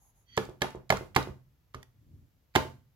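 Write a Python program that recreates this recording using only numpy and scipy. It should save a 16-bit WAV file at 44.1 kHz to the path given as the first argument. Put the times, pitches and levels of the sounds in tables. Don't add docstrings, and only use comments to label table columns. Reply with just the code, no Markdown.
import sys
import numpy as np
from scipy import signal
from scipy.fft import rfft, irfft
from scipy.io import wavfile

SR = 44100
rng = np.random.default_rng(int(sys.argv[2]) if len(sys.argv) > 2 else 0)


def to_linear_factor(level_db):
    exponent = np.asarray(level_db, float) / 20
    return 10 ** exponent


def log_audio(samples):
    frames = np.atleast_2d(samples).T
    limited = np.clip(frames, -1, 1)
    pcm = np.round(limited * 32767).astype(np.int16)
    wavfile.write(sys.argv[1], SR, pcm)


N = 130095


def rms_one(x):
    return x / np.sqrt(np.mean(x ** 2) + 1e-20)


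def in_time(rows):
    s, db = np.transpose(rows)
    return to_linear_factor(np.interp(np.arange(N) / SR, s, db, left=-140, right=-140))


def at_hz(points, hz):
    table_hz, value = np.transpose(points)
    return np.interp(np.log(np.maximum(hz, 1)), np.log(table_hz), value)


def bandpass(x, low_hz, high_hz):
    return signal.sosfilt(signal.butter(2, [low_hz, high_hz], "band", fs=SR, output="sos"), x)


def alike_pair(mid, side, alike):
    return np.sqrt(1 + alike) * mid + np.sqrt(1 - alike) * side * [[1], [-1]]


def coloured(spectrum, likeness):
    hz = np.fft.rfftfreq(N, 1 / SR)
    mid, side = rfft(rng.standard_normal((2, N)))
    alike = np.clip(at_hz(likeness, hz), 0, 1)
    gain = (hz > spectrum[0][0] * .7) * to_linear_factor(at_hz(spectrum, hz))
    return rms_one(irfft(gain * alike_pair(mid, side, alike), N))


def through(bands, noise):
    out = 0
    for hz, width_hz, db in bands:
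        r = np.exp(-np.pi * width_hz / SR)
        b = [1 - r * r, 0, r * r - 1]
        a = [1, -2 * r * np.cos(2 * np.pi * hz / SR), r * r]
        twice = signal.lfilter(b, a, signal.lfilter(b, a, noise))
        out = out + to_linear_factor(db) * rms_one(twice)
    return rms_one(out)


def ring(clicks, hz, t60_s):
    r = to_linear_factor(-60 / (max(t60_s, .002) * SR))
    w = 2 * np.pi * hz / SR
    return signal.lfilter([.5, 0, -.5], [1, -2 * r * np.cos(w), r * r], clicks + 1e-18)


def rung(rows):
    out, size = np.zeros(N), SR // 3
    for s, db, hz, t60_s in rows:
        start = int(s * SR)
        click = np.zeros(size)
        click[0] = -to_linear_factor(db)
        out[start:][:size] += ring(click, hz, t60_s)[:N - start]
    return out


def soft(x, hz):
    r = np.exp(-2 * np.pi * hz / SR)
    return signal.lfilter([(1 - r) ** 2], [1, -2 * r, r * r], x)


def swell(s, db, rise_s, t60_s):
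    fall, rise = to_linear_factor(-60 / (t60_s * SR)), np.exp(-1 / (rise_s * SR))
    clicks = np.zeros(N)
    clicks[(s * SR).astype(int)] = to_linear_factor(db)
    return signal.lfilter([1 - rise], [1, -rise], signal.lfilter([1], [1, -fall], clicks))


def shaken(shake, modes, t60_s):
    force = shake * rng.standard_normal(N) / np.sqrt(t60_s * SR / 14)
    return sum((-1) ** k * to_linear_factor(db) * ring(force, hz, decay_s) for k, (hz, db, decay_s) in enumerate(modes))


CHATTER_S, CHATTER_LOSS_DB = .0012, .3


def strike(s, db, modes, spread_db, count):
    luck = rng.standard_normal((len(s), len(modes) + 1, count))
    contact = np.arange(count)
    when_s = s[:, None] + CHATTER_S * contact * (1 + 0.28 * np.tanh(luck[:, -1]))
    out = np.zeros(N)
    for k, (hz, mode_db, t60_s) in enumerate(modes):
        hit_db = db[:, None] + mode_db - CHATTER_LOSS_DB * contact + spread_db * luck[:, k]
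        clicks = np.zeros(N)
        np.add.at(clicks, (when_s * SR).astype(int), -to_linear_factor(hit_db))
        out += ring(clicks, hz, t60_s)
    return out


# frequency in Hz, level in dB per Hz.
HUM = [(20, -6), (40, 6), (80, 1.5), (125, -0.5), (170, -9), (250, -21), (420, -37.5)]
HISS = [(300, -7), (500, -8.5), (900, -12.5), (6500, -22), (9000, -29.5), (12500, -17.5), (15000, -21),
        (16500, -29.5)]
# frequency in Hz, left-right likeness 0..1.
QUIET_LIKENESS = [(60, 0.75), (250, 0.84), (700, 0.25), (2000, 0.24)]
HUM_DB, HISS_DB = -69.5, -78


def noise_floor():
    return to_linear_factor(HUM_DB) * coloured(HUM, QUIET_LIKENESS) + to_linear_factor(HISS_DB) * coloured(HISS, QUIET_LIKENESS)


# time in seconds, level in dB.
SLIDE = [(0, -92), (.02, -79.5), (.1, -82), (.135, -98), (.16, -87), (.2, -84), (.24, -91), (.27, -105)]
# frequency in Hz, width in Hz, level in dB.
SLIDE_BANDS = [(800, 350, -2.5), (6650, 700, 0), (11100, 1100, -1.5), (11500, 4000, -4)]


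def paper_slide():
    return to_linear_factor(13) * in_time(SLIDE) * through(SLIDE_BANDS, rng.standard_normal((2, N)))


# time in seconds, level in dB.
PEN_DRAG = [(.262, -83), (.29, -68.5), (.32, -64.5), (.36, -55), (.38, -90)]
# frequency in Hz, width in Hz, level in dB.
PEN = [(1900, 1300, -6), (1950, 110, -4), (3210, 140, 1), (4520, 130, -1.5), (6020, 130, -7)]


def pen_drag():
    return in_time(PEN_DRAG) * through(PEN, rng.standard_normal(N))


# time in seconds, level in dB.
SHIFT = [(.2, -101), (.33, -64), (.4, -73), (1.45, -86), (1.55, -72), (1.65, -81.5), (1.92, -71.5),
         (2.03, -62), (2.13, -53.5), (2.22, -57.5), (2.3, -71.5), (2.45, -75)]
# frequency in Hz, level in dB per Hz.
SHIFT_TONE = [(24, -40.5), (40, -6.5), (128, -1.5), (190, -14.5), (296, -13), (329, -22), (700, -44.5),
              (910, -72), (1540, -120)]
RUSTLE_DB = -28.5


def hand_shift():
    level = in_time(SHIFT)
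    rustle = to_linear_factor(RUSTLE_DB) * through([(4000, 15000, 0)], rng.standard_normal((2, N)))
    return level * coloured(SHIFT_TONE, QUIET_LIKENESS) + np.sqrt(level * to_linear_factor(-59.5)) * rustle


# frequency in Hz, t60 in seconds.
ROOM_T60 = [(100, 0.78), (300, 0.22), (1000, 0.29), (3000, 0.28), (8000, 0.28), (12000, 0.29),
            (16000, 0.13)]
# frequency in Hz, level in dB.
ROOM_COLOUR = [(70, -19), (130, -4), (250, 2), (450, 0.5), (1000, 1.5), (3000, 6.5), (8000, 6), (15000, 1)]
# frequency in Hz, left-right likeness 0..1.
ROOM_ALIKE = [(100, 0.95), (300, 0.49), (700, 0.61), (1500, 0.0049)]
ROOM_START_S, ROOM_LEFT_DB = 0.005, -0.7


def room(x):
    size = SR // 2
    edges_hz = 60 * 2 ** np.arange(0, 8.6, .5)
    t = np.arange(size) / SR
    white = rng.standard_normal((2, 2, size))
    tail = 0
    for k, (low_hz, high_hz) in enumerate(zip(edges_hz, edges_hz[1:])):
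        hz = np.sqrt(low_hz * high_hz)
        t60_s = at_hz(ROOM_T60, hz)
        mid, side = bandpass(white[k % 2], low_hz, high_hz)
        alike = np.clip(at_hz(ROOM_ALIKE, hz), 0, 1)
        band = alike_pair(mid, side, alike) / np.sqrt(2)
        tail = tail + band * to_linear_factor(at_hz(ROOM_COLOUR, hz) - 60 * t / t60_s) / np.sqrt(t60_s * SR / 14)
    tail = tail * np.clip(t / ROOM_START_S - 1, 0, 1)
    balance = to_linear_factor(np.array([[ROOM_LEFT_DB], [-ROOM_LEFT_DB]]))
    return balance * signal.fftconvolve(x[None], tail, axes=1)[:, :N]


# frequency in Hz, level in dB.
LEFT_RIGHT = [(60, -3), (300, -3), (1000, -4), (3000, -7.5), (9500, -11), (12000, 2.5), (15000, 3.5)]
# frequency in Hz, lag in seconds.
LEFT_LAG_S = [(600, .00025), (1200, .00018), (2200, .00014), (3400, .00025)]


def placed(x):
    hz = np.fft.rfftfreq(N, 1 / SR)
    tilt, wave = to_linear_factor(at_hz(LEFT_RIGHT, hz) / 2), rfft(x)
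    lag = np.exp(-2j * np.pi * hz * at_hz(LEFT_LAG_S, hz))
    return irfft([wave * tilt * lag, wave / tilt], N)


# frequency in Hz, level in dB, t60 in seconds.
DESK = [(88, -10, .1), (105, -8, .09), (131, -6, .24), (145, -10, .12), (168, -6, .08), (199, -6, .11),
        (228, -8, .07)]
# start in seconds, level in dB, pitch in Hz, t60 in seconds.
THUDS = [(0.48, -41, 53, 0.11), (.5, -45.5, 131, .2), (0.76, -40, 57.5, .12), (.64, -40, 135, .25),
         (.757, -44.5, 131, .25), (.904, -37, 46.3, 0.37), (1.3, -35, 69.44, .12),
         (1.164, -37.5, 64.8, 0.35), (1.285, -38.5, 141, 0.18), (1.7515, -36, 64, .11),
         (1.753, -40, 125, .22), (1.756, -42, 40, .14), (1.76, -48, 240, .1), (2.56, -39.5, 42, 0.17),
         (2.57, -31, 130, .3), (2.6, -29.5, 72, 0.17)]
# frequency in Hz, level in dB per Hz.
WOBBLE = [(30, -6.5), (45, -0.5), (90, 5), (140, -8.5), (250, -34.5)]
DESK_DB, DESK_SOFT_HZ, THUD_SOFT_HZ = 0.5, 400, 203
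WOBBLE_DB, WOBBLE_T60_S = -16, 0.31


def desk(s, db, back_s, back_db):
    blows = strike(np.r_[s, back_s], np.r_[db, back_db] + DESK_DB, DESK, spread_db=5.5, count=1)
    noise = coloured(WOBBLE, [(100, 0.92), (200, 0.96)])[0]
    wobble = swell(s, db + WOBBLE_DB, 0.023, WOBBLE_T60_S) * noise
    return soft(blows, DESK_SOFT_HZ) + soft(rung(THUDS), THUD_SOFT_HZ) + wobble


# frequency in Hz, level in dB, t60 in seconds.
CASE = [(213, 0.5, 0.0027), (495, 3.5, 0.023), (270.5, -4, 0.09), (315, -7, 0.031), (365, -0.5, 0.047),
        (454, -3, 0.061), (490, -0.5, 0.029), (565, -8, 0.012), (615, -2, 0.035), (687, -6, .035),
        (880, -9, 0.062), (901, -5.5, 0.064), (1025, -9, .025), (1150, -11, .025)]
# frequency in Hz, level in dB, t60 in seconds.
SPRING = [(230, -8, 0.035), (320, -4.5, .04), (365, 1, 0.078), (430, -1, .025), (494, -8.5, .03),
          (630, -6, 0.034), (860, -8.5, .03)]
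CASE_DB, BLOW_DB, RELEASE_SOFT_HZ = -0.5, -6, 800
ROCK_RISE_S, ROCK_T60_S = .002, .045


def case(s, db, back_s, back_db):
    shake = swell(s, db + CASE_DB, ROCK_RISE_S, ROCK_T60_S)
    blow = strike(s, db + BLOW_DB, CASE, spread_db=2.0, count=1)
    release = strike(back_s, back_db, SPRING, spread_db=1.0, count=1)
    return shaken(shake, CASE, ROCK_T60_S) + soft(blow + release, RELEASE_SOFT_HZ)


# start in seconds, level in dB, pitch in Hz, t60 in seconds.
ROCKS = [(.376, -24.5, 880, 0.019), (.379, -31.5, 365, 0.13), (.62, -29.5, 606, 0.073),
         (.622, -28.5, 368, 0.15), (.645, -27.5, 800, 0.04), (.9035, -20, 650, .025), (.911, -24, 400, .04),
         (.9235, -24, 1003, .015), (.9245, -17.5, 560, .03), (.9315, -22.5, 702, .03),
         (.942, -28, 416, .04), (.9712, -30, 1360, .025), (1.1622, -23, 3160, .012),
         (1.173, -21, 870, 0.022), (1.178, -24, 327, 0.051), (1.19, -26.5, 800, 0.032),
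         (1.7448, -32.5, 1204, 0.027), (1.771, -49, 1180, .02), (1.8286, -56.5, 800, 0.021),
         (1.8288, -55, 1880, 0.044), (1.829, -48, 3500, 0.013), (1.8292, -50.5, 6200, .007),
         (2.553, -19.5, 900, 0.021), (2.5595, -22, 592, .04), (2.5615, -16, 358, 0.077),
         (2.608, -30, 400, 0.02)]
CHATTER_SOFT_HZ = 3500


def loose_parts():
    return soft(rung(ROCKS), CHATTER_SOFT_HZ * 2)


# start in seconds, level in dB, pitch in Hz.
TICKS = [(.367, -35, 5740), (.452, -43.5, 4200), (.495, -53, 4740), (.608, -50.5, 2190), (.705, -49, 4500),
         (.755, -55, 5060), (0.894, -39, 4500), (.912, -52, 5000), (0.97, -31.5, 3500), (.4315, -53, 7000),
         (.925, -40, 5000), (1.279, -61, 6000), (1.749, -46.5, 3500), (1.821, -65, 3020),
         (1.8289, -44, 1220), (1.147, -38.5, 1800), (1.151, -36, 4000), (1.227, -36.5, 3500),
         (1.739, -55.5, 2510), (1.829, -46.5, 6540), (2.540, -59.5, 2440), (2.547, -54, 2006)]
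TICK_DB, TICK_T60_S, TICK_WIDTH_OCT = -2.5, .016, .9


def ticks():
    out, size = np.zeros(N), SR // 40
    t = np.arange(size) / SR
    spread = 2 ** TICK_WIDTH_OCT
    for s, db, hz in TICKS:
        puff = rms_one(bandpass(rng.standard_normal(size), hz / spread, min(hz * spread, 2e4)))
        envelope = to_linear_factor(db + TICK_DB - 60 * t / TICK_T60_S) * (1 - np.exp(-t / 0.00023))
        out[int(s * SR):][:size] += envelope * puff
    return out


# frequency in Hz, level in dB, t60 in seconds.
KNOCK = [(620, -2.5, 0.013), (778, -8, 0.057), (888, 3, 0.0087), (1093, -8.5, 0.0076), (1400, -14, 0.0021)]
KNOCK_DB = -5


def knock(s, db):
    return soft(strike(s, db + KNOCK_DB, KNOCK, spread_db=2.5, count=4), CHATTER_SOFT_HZ)


# frequency in Hz, level in dB, t60 in seconds.
CAP = [(1720, 0.5, 0.033), (2130, 2.5, 0.025), (2600, -6, 0.012), (3070, -3, 0.018), (3800, -10.5, 0.0033),
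       (4530, -14, 0.018), (6010, -12, 0.014), (7080, -22, 0.011), (10200, -11, 0.021), (13000, -10, .004)]
# frequency in Hz, level in dB per Hz.
CRACK = [(880, -5), (1500, 0.5), (3200, -5.5), (5830, -14), (9280, -22.5), (11200, -14), (14500, -24.5),
         (16500, -30)]
CAP_DB, CRACK_DB, CRACK_T60_S = -5, 11, 0.0097


def crack(s, db):
    cap = strike(s, db + CAP_DB, CAP, spread_db=3.0, count=4)
    puff = swell(s, db + CRACK_DB, 0.0026, CRACK_T60_S) * coloured(CRACK, [(100, 1), (200, 0.99)])[0]
    return cap + puff


TRAVEL_S, TRAVEL_DB = .008, -21


def key_travel(s, db):
    return swell(s - TRAVEL_S, db + TRAVEL_DB, 0.0057, 0.013) * coloured(CRACK, [(100, 1), (200, 0.36)])[0]


ROOM_KNOCK_DB, ROOM_CRACK_DB = 15.5, 26


def blows_to_room(s, knock_db, crack_db):
    clicks = np.zeros((2, N))
    clicks[:, (s * SR).astype(int)] = to_linear_factor(np.array([knock_db + ROOM_KNOCK_DB, crack_db + ROOM_CRACK_DB]))
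    hz = np.fft.rfftfreq(N, 1 / SR)
    bright = irfft(rfft(clicks[1]) * to_linear_factor(at_hz(CRACK, hz)), N)
    return bright + bandpass(clicks[0], 550, 1600)


# start in seconds, then knock, crack, case and desk levels in dB.
PRESSES = [
    (0.3753, -18.5, -29, -29, -30.5),
    (0.6178, -21, -26.5, -26, -32.5),
    (0.9022, -17.5, -23.5, -30, -31),
    (0.9233, -24.5, -39, -29.5, -31.5),
    (1.162, -13, -22.5, -23, -27.5),
    (1.7454, -44, -48.5, -45, -49.5),
    (2.5526, -20.5, -27, -31.5, -36.5),
    (2.5584, -15, -22, -23, -27),
]
# start in seconds, case level in dB, desk level in dB.
RELEASES = [(0.4898, -39, -48), (0.7493, -35.5, -44), (1.01, -35.5, -43), (1.273, -37.5, -52),
            (1.292, -52.5, -54.5), (2.652, -37.5, -55)]
NEAR_TO_ROOM, TICK_TO_ROOM = .15, .15


def keys():
    s, knock_db, crack_db, case_db, desk_db = np.transpose(PRESSES)
    back_s, back_case_db, back_desk_db = np.transpose(RELEASES)
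    near = knock(s, knock_db) + crack(s, crack_db) + key_travel(s, knock_db) + loose_parts()
    body = case(s, case_db, back_s, back_case_db) + desk(s, desk_db, back_s, back_desk_db)
    thin = ticks()
    feed = NEAR_TO_ROOM * near + TICK_TO_ROOM * thin + body + blows_to_room(s, knock_db, crack_db)
    return near + body + thin, feed


def scene():
    quiet = noise_floor() + paper_slide() + hand_shift()
    pen = pen_drag()
    direct, feed = keys()
    return quiet + room(feed + pen) + placed(direct + pen)


def top_cut(x):
    return signal.sosfilt(signal.butter(12, 16990, fs=SR, output="sos"), x)


MIC_LOW_HZ, CUTOFF_HZ = 30, 17050
MIC_DIP_HZ, MIC_DIP_WIDTH_HZ, MIC_DIP_SHARE = 8900, 1900, .5


def record(dry):
    x = signal.sosfilt(signal.butter(2, MIC_LOW_HZ, "high", fs=SR, output="sos"), dry)
    b, a = signal.iirpeak(MIC_DIP_HZ, MIC_DIP_HZ / MIC_DIP_WIDTH_HZ, SR)
    x = x - MIC_DIP_SHARE * signal.lfilter(b, a, x)
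    x = signal.sosfilt(signal.cheby2(12, 60, CUTOFF_HZ, fs=SR, output="sos"), x)
    return top_cut(x)


dry = scene()
out = record(dry)
log_audio(out)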